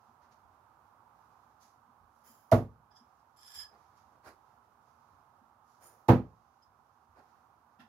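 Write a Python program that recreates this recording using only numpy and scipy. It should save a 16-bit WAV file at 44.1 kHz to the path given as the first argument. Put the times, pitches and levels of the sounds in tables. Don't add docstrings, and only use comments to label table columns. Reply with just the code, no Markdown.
import sys
import numpy as np
from scipy import signal
from scipy.fft import rfft, irfft
from scipy.io import wavfile
from scipy.ndimage import uniform_filter1d, minimum_filter1d

SR = 44100
rng = np.random.default_rng(int(sys.argv[2]) if len(sys.argv) > 2 else 0)


def log_audio(samples):
    frames = np.atleast_2d(samples).T
    limited = np.clip(frames, -1, 1)
    pcm = np.round(limited * 32767).astype(np.int16)
    wavfile.write(sys.argv[1], SR, pcm)


N = 347508

# start_s, bite_db, bite_tilt_db_per_octave, clatter_db, clatter_tilt_db_per_octave,
# shudder_hz, shudder_db, shudder_length_s
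THROWS = [(2.5158, -39, -4, -22.5, -3.5, 663, -13.5, .021),
          (6.0828, -41, -5, -19, -1.45, 848, -20.5, 0.01404)]
# pitch_hz, width_hz, crack_db, first_tick_db
CRACKS = [(2116, 310, -41.5, -40), (14000, 2500, -48.5, -52.5)]
# frequency_hz, density_db
BITE_SPECTRUM = [(500, -11), (2000, -2), (4000, 1.5), (6500, 4.5), (8500, -6.5), (11000, 6), (14500, 2.5),
                 (16000, -5.5)]
# pitch_hz, width_hz, level_db
KNOCK_MODES = [(1150, 260, 0)]
# frequency_hz, density_db
CLATTER_SPECTRUM = [(25, -38), (45, -23.5), (110, -10.5), (300, -7.5), (700, -0.5), (1150, -4.5),
                    (1700, -11.5), (2300, -17), (3000, -20), (4500, -26.5), (8000, -44.5), (16000, -59.5)]
# frequency_hz, density_db
BOOM_SPECTRUM = [(50, -36), (115, 1), (175, -9.5), (245, -0.5), (330, -11.5), (480, -17.5), (800, -50.5),
                 (16000, -120)]
BOOM_DB = [-30.5, -23]

def knife_hits(knock_db=-28, tick_lead_s=.0013, shudder_delay_s=.0015, board_delay_s=.0038):
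    out = np.zeros((2, N))
    for throw, row in enumerate(THROWS):
        s, bite_db, bite_tilt, clatter_db, clatter_tilt, shudder_hz, shudder_db, shudder_s = row
        crack_hz, width_hz, crack_db, tick_db = CRACKS[throw]
        bite = amp(bite_db) * room_decay(noise(SR, BITE_SPECTRUM, tilt=bite_tilt), rise_s=.001)
        crack = amp(crack_db) * stroke(.0054, .026) * noise(SR, modes=[(crack_hz, width_hz, 0)], steep=1.4)
        tick = amp(tick_db) * stroke(.0015, .002) * noise(SR, BITE_SPECTRUM)
        splitting = (bite + crack) * grain(SR, depth_db=1.3, samples=50)
        knock = amp(knock_db) * stroke(.019, .0094) * noise(SR, modes=KNOCK_MODES, steep=2)
        clatter = room_decay(noise(SR, CLATTER_SPECTRUM, tilt=clatter_tilt), rise_s=.0045)
        thud = board_thud(spot=throw)
        boom = amp(BOOM_DB[throw]) * stroke(.062, .032) * noise(SR, BOOM_SPECTRUM)
        add(out, s - tick_lead_s, tick)
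        add(out, s, splitting + knock + boom)
        add(out, s + shudder_delay_s, amp(clatter_db) * clatter)
        add(out, s + shudder_delay_s, amp(shudder_db) * blade_shudder(shudder_hz, shudder_s))
        add(out, s + board_delay_s, thud)
    return out


# pitch_hz, t60_s, first_spot_db, second_spot_db
BOARD_MODES = [(54, 0.44, -35, -38), (68, 0.39, -33, -32), (104, 0.28, -14.5, -13.5), (128, 0.24, -17, -11),
               (169, 0.28, -32, -30), (189, 0.26, -31, -19.5), (234, 0.28, -22, -29), (249, 0.24, -29, -13),
               (282, 0.24, -31, -24), (334, 0.21, -23, -14), (429, 0.25, -33, -24), (448, 0.24, -24, -30),
               (473, 0.19, -26, -19), (515, 0.23, -27, -21), (576, 0.22, -24, -29), (640, 0.16, -14.5, -25),
               (688, 0.17, -19, -21), (760, 0.16, -23, -19), (875, 0.16, -28, -18), (965, 0.16, -30, -19.5),
               (1117, 0.16, -28, -43), (1194, 0.15, -44, -29), (1249, 0.12, -27, -26),
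               (1429, 0.12, -32, -39), (1503, 0.15, -49, -32), (1698, 0.14, -52, -34)]

def board_thud(spot, rise_s=.0075, spread_hz=1500):
    t, out = np.arange(SR) / SR, np.zeros((2, SR))
    for k, (hz, t60_s, *spot_db) in enumerate(BOARD_MODES):
        phase = np.array([[1], [-1]]) * rng.standard_normal() * hz / spread_hz / 2
        ring = (-1) ** k * np.sin(2 * np.pi * hz * t + phase) * amp(-60 * t / t60_s)
        out += amp(spot_db[spot]) * pan_gains(curve(SOURCE_PAN, hz))[:, None] * ring
    return out * (1 - np.exp(-t / rise_s))


def blade_shudder(hz, length_s, taper=.3):
    t = np.arange(round(length_s * SR)) / SR
    burst = np.sin(2 * np.pi * hz * t) * signal.windows.tukey(len(t), taper)
    return pan_gains(curve(SOURCE_PAN, hz))[:, None] * burst


# start_s, length_s, level_db, swell_db_per_s, ring_vs_rasp_db, low_notes_vs_rasp_db
DRAWS = [(3.36, 0.163, -70, 66, 0.63, 4.6), (3.535, 0.078, -57.5, 10, 5, 11.2)]
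# frequency_hz, density_db
RASP_SPECTRUM = [(300, -34), (1200, 9), (2300, -1), (2850, -8), (3400, 12), (4300, -8.5), (5200, 17),
                 (7000, -10), (8600, -13), (10500, -18), (12800, 5), (13500, -28.5), (16000, -32)]
# pitch_hz, width_hz, level_db
LOW_NOTES = [(1700, 33, -5.5), (3125, 27, -9), (3330, 23, -8.5), (5056, 37, 4.5), (5100, 90, -9),
             (5640, 60, -27)]
# pitch_hz, width_hz, level_db
STEEL_MODES = [(2030, 54, -21), (2350, 200, -27), (3440, 140, -21.5), (4430, 460, -25), (5530, 53, -12),
               (7290, 210, -12.5), (9930, 79, -9), (11400, 110, -14), (12500, 100, -17), (14700, 120, -20)]

def blade_draw(grip_s=.01, let_go_s=.023, sing_s=.019):
    t, out = np.arange(SR) / SR, np.zeros((2, N))
    for s, length_s, db, swell, ring_db, notes_db in DRAWS:
        pressure = amp(db + swell * np.minimum(t, length_s))
        rubbing = np.minimum(t / grip_s, 1) * pressure * np.exp(-np.maximum(t - length_s, 0) / let_go_s)
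        ring = amp(ring_db) * noise(SR, modes=STEEL_MODES)
        rasp = noise(SR, RASP_SPECTRUM) * grain(SR, depth_db=5.5)
        notes = amp(notes_db) * noise(SR, modes=LOW_NOTES) * grain(SR, depth_db=.5, samples=300)
        add(out, s, rubbing * (ring + rasp) + follow(rubbing, sing_s) * notes)
    return out


# start_s, level_db, rise_s, fade_s, tilt_db_per_octave, low_notes_vs_clink_db
CLINKS = [(2.902, -70.5, 0.017, 0.063, -7, -4), (2.943, -65, 0.029, 0.032, 1, 2),
          (3.18, -78, 0.023, .02, -9, -8), (6.618, -76.5, 0.0087, 0.026, 5.5, 6.5)]
# pitch_hz, width_hz, level_db
GRIPPED_MODES = [(1660, 88, -8), (3520, 170, -11), (4930, 200, -12), (5420, 240, -2), (5862, 130, -13),
                 (6230, 550, -17), (7380, 220, -14), (10000, 92, -12), (11480, 67, -16), (12750, 120, -20)]

def blade_clinks():
    out = np.zeros((2, N))
    for s, db, rise_s, fade_s, tilt, notes_db in CLINKS:
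        clink = noise(SR, modes=GRIPPED_MODES, tilt=tilt)
        notes = amp(notes_db) * noise(SR, modes=LOW_NOTES)
        add(out, s, amp(db) * stroke(rise_s, fade_s) * (clink + notes))
    return out


# start_s, level_db, hiss_tilt_db_per_octave, ring_vs_hiss_db, ring_rise_s, ring_fade_s
RELEASES = [(2.224, -63, 2.2, -2, .075, 0.077), (5.793, -60.5, -0.5, 1.5, 0.082, 0.034)]
# frequency_hz, density_db
SWISH_SPECTRUM = [(60, -4.5), (220, 4.5), (600, 13.5), (1600, 7), (2800, -7), (4000, -9), (5600, -0.5),
                  (6700, -1), (8400, -21), (10000, -2), (12000, -1.5), (16000, -5)]
# pitch_hz, width_hz, first_knife_db, second_knife_db
FREE_BLADE_MODES = [(3112, 120, -5, -24), (5050, 140, -1, -18), (6960, 90, 1, -7.5), (7480, 150, -5, -22),
                    (9490, 50, 0, -0.5), (9700, 350, -5.5, -13.5), (11000, 200, -5.5, -16.5),
                    (12220, 60, 5.5, -3.5), (12720, 200, -7, -27), (14150, 151.6, -5.5, -18),
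                    (15390, 120, 0, -21)]

def knife_releases():
    out = np.zeros((2, N))
    for knife, (s, db, tilt, ring_db, rise_s, fade_s) in enumerate(RELEASES):
        modes = [(hz, width_hz, knife_db[knife]) for hz, width_hz, *knife_db in FREE_BLADE_MODES]
        hiss = stroke(rise_s=.045, fade_s=.12) * noise(SR, SWISH_SPECTRUM, tilt=tilt)
        ring = amp(ring_db) * stroke(rise_s, fade_s) * noise(SR, modes=modes) * grain(SR, depth_db=2)
        add(out, s, amp(db) * (hiss + ring))
    return out


# start_s, level_db, length_s, tilt_db_per_octave
SCUFFS = [(3.69, -62, 0.092, -2), (4.1, -68.5, .09, -5.5), (4.222, -51.5, 0.092, 1), (7.135, -58, 0.09, -2)]
# frequency_hz, density_db
SOLE_SPECTRUM = [(40, -19), (130, -10), (230, -4), (380, 2), (800, 6.5), (1500, 2.5), (2300, -7.5),
                 (3400, -20), (4600, -11), (8500, -24), (11000, -18.5), (16000, -32)]
# start_s, level_db, length_s, tilt_db_per_octave
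TREADS = [(.42, -66, 0.084, 1), (.85, -73, 0.087, -10), (1.99, -68.5, 0.11, -5), (3.54, -67.5, 0.13, -6),
          (3.93, -71.5, 0.25, -11), (4.26, -57, 0.049, 15), (5.1, -71, 0.1, 5), (6.66, -68.5, 0.057, 1),
          (7.07, -66.5, .09, -4)]
# frequency_hz, density_db
FLOOR_SPECTRUM = [(25, -27), (55, 1.5), (90, 4), (150, -28), (230, -21), (400, -30), (1500, -118),
                  (16000, -150)]

def footsteps():
    scuffs = rubs(SCUFFS, SOLE_SPECTRUM, grain_db=-.6, rise_share=.68)
    treads = rubs(TREADS, FLOOR_SPECTRUM, grain_db=3.5, rise_share=.29)
    return scuffs + treads


# start_s, level_db
BUMPS = [(.08, -71), (1.62, -70), (1.881, -70), (2.29, -68), (3.004, -65), (5.41, -64)]
# pitch_hz, width_hz, level_db
HOLLOW_MODES = [(236, 13, 0)]
# pitch_hz, width_hz, level_db
CREAK_MODES = [(228, 40, 6.5), (748, 70, -1), (1080, 200, -6), (1380, 60, 2.5), (1780, 170, -3),
               (2700, 200, -9), (3400, 350, -10.5), (5200, 900, -20), (11500, 2500, -30)]

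def weight_shifts(creak_start_s=7.785, creak_db=-55):
    out = np.zeros((2, N))
    for s, db in BUMPS:
        add(out, s, amp(db) * stroke(.013, .021) * noise(SR, modes=HOLLOW_MODES))
    add(out, creak_start_s, amp(creak_db) * stroke(.022, .035) * noise(SR, modes=CREAK_MODES))
    return out


# start_s, level_db, length_s, tilt_db_per_octave
RUSTLES = [(.2, -70, .09, -3.5), (.3, -69, 0.062, -1.5), (1.59, -65.5, 0.1, 3.5), (2.06, -81.5, .3, 8),
           (3.74, -77.5, 0.18, -0.5), (3.94, -72, 0.097, .5), (4.81, -82, 0.2, 2), (5.6, -77.5, .3, 4),
           (7.19, -77.5, 0.25, -2.5)]
# frequency_hz, density_db
CLOTH_SPECTRUM = [(300, -4.5), (1500, 8), (3000, -4.5), (5000, 2), (6500, 2), (8300, -15), (11000, -6.5),
                  (16000, -22.5)]

def clothes(whisper_db=-86.5, sway_db=5, sway_s=.22):
    rustles = rubs(RUSTLES, CLOTH_SPECTRUM, grain_db=1, rise_share=.43)
    sway = np.tanh(wander(N, int(sway_s * SR)))
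    return rustles + amp(whisper_db + sway_db * sway) * noise(N, CLOTH_SPECTRUM)


# frequency_hz, density_db
ROOM_SPECTRUM = [(20, -37.5), (40, -27), (65, -6.5), (105, -3.5), (170, -11), (235, -14.5), (300, -13),
                 (500, -13.5), (650, -9.5), (780, -0.5), (950, 0.5), (1280, -3), (1900, -23), (3400, -31),
                 (6200, -35), (9000, -37), (13500, -32), (16000, -40)]
# frequency_hz, left_minus_right_db
ROOM_PAN = [(60, -2.5), (380, 0), (700, -8.5), (1290, -14), (2380, -1), (8000, -2.5), (15000, 0)]

def room_tone(start_db=-63.5, drift_db_per_s=-.2158, waver_db=.55, waver_s=.4, drone_db=-84):
    level_db = start_db + drift_db_per_s * np.arange(N) / SR + waver_db * wander(N, int(waver_s * SR))
    bed = amp(level_db) * noise(N, ROOM_SPECTRUM, pan=ROOM_PAN)
    return bed + amp(drone_db) * noise(N, modes=HOLLOW_MODES)


# frequency_hz, t60_s
ROOM_T60 = [(50, 0.63), (200, 0.29), (700, 0.26), (2000, 0.23), (6000, 0.22), (15000, 0.24)]

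def room_decay(x, rise_s):
    hz, t, bands = signal.stft(x, SR, nperseg=256)
    decay = amp(-60 * t / curve(ROOM_T60, hz)[:, None])
    faded = signal.istft(bands * decay, SR, nperseg=256)[1][:, :x.shape[1]]
    return faded * (1 - np.exp(-np.arange(x.shape[1]) / SR / rise_s))


# frequency_hz, left_right_likeness
LIKENESS = [(60, 0.8), (300, 0.88), (700, 0.84), (1400, 0.34), (3000, -0.14), (7000, 0), (16000, 0.02)]
# frequency_hz, left_minus_right_db
SOURCE_PAN = [(60, -1), (380, -0.5), (700, -5.5), (1290, -8), (2400, -6), (15000, -3.5)]

def noise(size, spectrum=None, modes=(), tilt=0, pan=SOURCE_PAN, steep=1.15):
    hz = np.fft.rfftfreq(size, 1 / SR)
    left, other = rfft(rng.standard_normal((2, size)))
    likeness = np.clip(curve(LIKENESS, hz), 0, 1)
    pair = np.array([left, likeness * left + np.sqrt(1 - likeness ** 2) * other])
    if spectrum is None:
        peaks = (amp(2 * db) / (1 + (2 * (hz - f) / width) ** 2) ** steep for f, width, db in modes)
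        colour = np.sqrt(sum(peaks))
    else:
        colour = amp(curve(spectrum, hz))
    slope = amp(tilt * np.log2(np.maximum(hz, 100) / 1000))
    return unit(irfft(pair * colour * slope * pan_gains(curve(pan, hz)), size))


def rubs(rows, spectrum, grain_db, rise_share):
    out = np.zeros((2, N))
    for s, db, length_s, tilt in rows:
        envelope = stroke(rise_share * length_s, (1 - rise_share) * length_s)
        add(out, s, amp(db) * envelope * noise(SR, spectrum, tilt=tilt) * grain(SR, grain_db))
    return out


def stroke(rise_s, fade_s):
    t = np.arange(SR) / SR
    swell = np.sin(np.pi / 2 * np.minimum(t / rise_s, 1)) ** 2
    return swell * np.exp(-np.maximum(t - rise_s, 0) / fade_s)


def grain(size, depth_db, samples=130):
    return unit(amp(depth_db * wander(size, samples)))


def wander(size, samples):
    return unit(uniform_filter1d(rng.standard_normal(size), samples))


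def follow(x, lag_s):
    keep = np.exp(-1 / (lag_s * SR))
    return signal.lfilter([1 - keep], [1, -keep], x)


def pan_gains(pan_db):
    gains = amp(np.array([pan_db, -pan_db]) / 2)
    return gains / np.sqrt(np.mean(gains ** 2, axis=0))


def curve(points, hz):
    point_hz, value = np.transpose(points)
    return np.interp(np.log(hz + 1), np.log(point_hz + 1), value)


def amp(db):
    return 10 ** (np.asarray(db) / 20)


def unit(x):
    return x / np.sqrt(np.mean(x ** 2) + 1e-20)


def add(mix, start_s, sound):
    part = mix[:, round(start_s * SR):][:, :sound.shape[1]]
    part += sound[:, :part.shape[1]]


def gain_control(x, threshold_db=-32, duck_db=1.5, hold_s=.88, ease_s=.053):
    level_db = 10 * np.log10(follow((x ** 2).mean(0), lag_s=.005) + 1e-12)
    wanted_db = -np.clip(level_db - threshold_db, 0, duck_db)
    half_hold = round(hold_s * SR / 2)
    held_db = minimum_filter1d(wanted_db, 2 * half_hold + 1, origin=half_hold)
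    return x * amp(follow(held_db, ease_s))


def scene():
    thrower = footsteps() + weight_shifts() + clothes()
    knives = knife_hits() + blade_draw() + blade_clinks() + knife_releases()
    return knives + thrower + room_tone()


def record(dry, low_cut_hz=46, high_cut_hz=15900):
    thinned = signal.sosfilt(signal.butter(4, low_cut_hz, "highpass", fs=SR, output="sos"), dry)
    high_cut = signal.firwin(511, high_cut_hz, window=("kaiser", 9), fs=SR)
    return signal.oaconvolve(gain_control(thinned), high_cut[None], "same")


dry = scene()
out = record(dry)
log_audio(out)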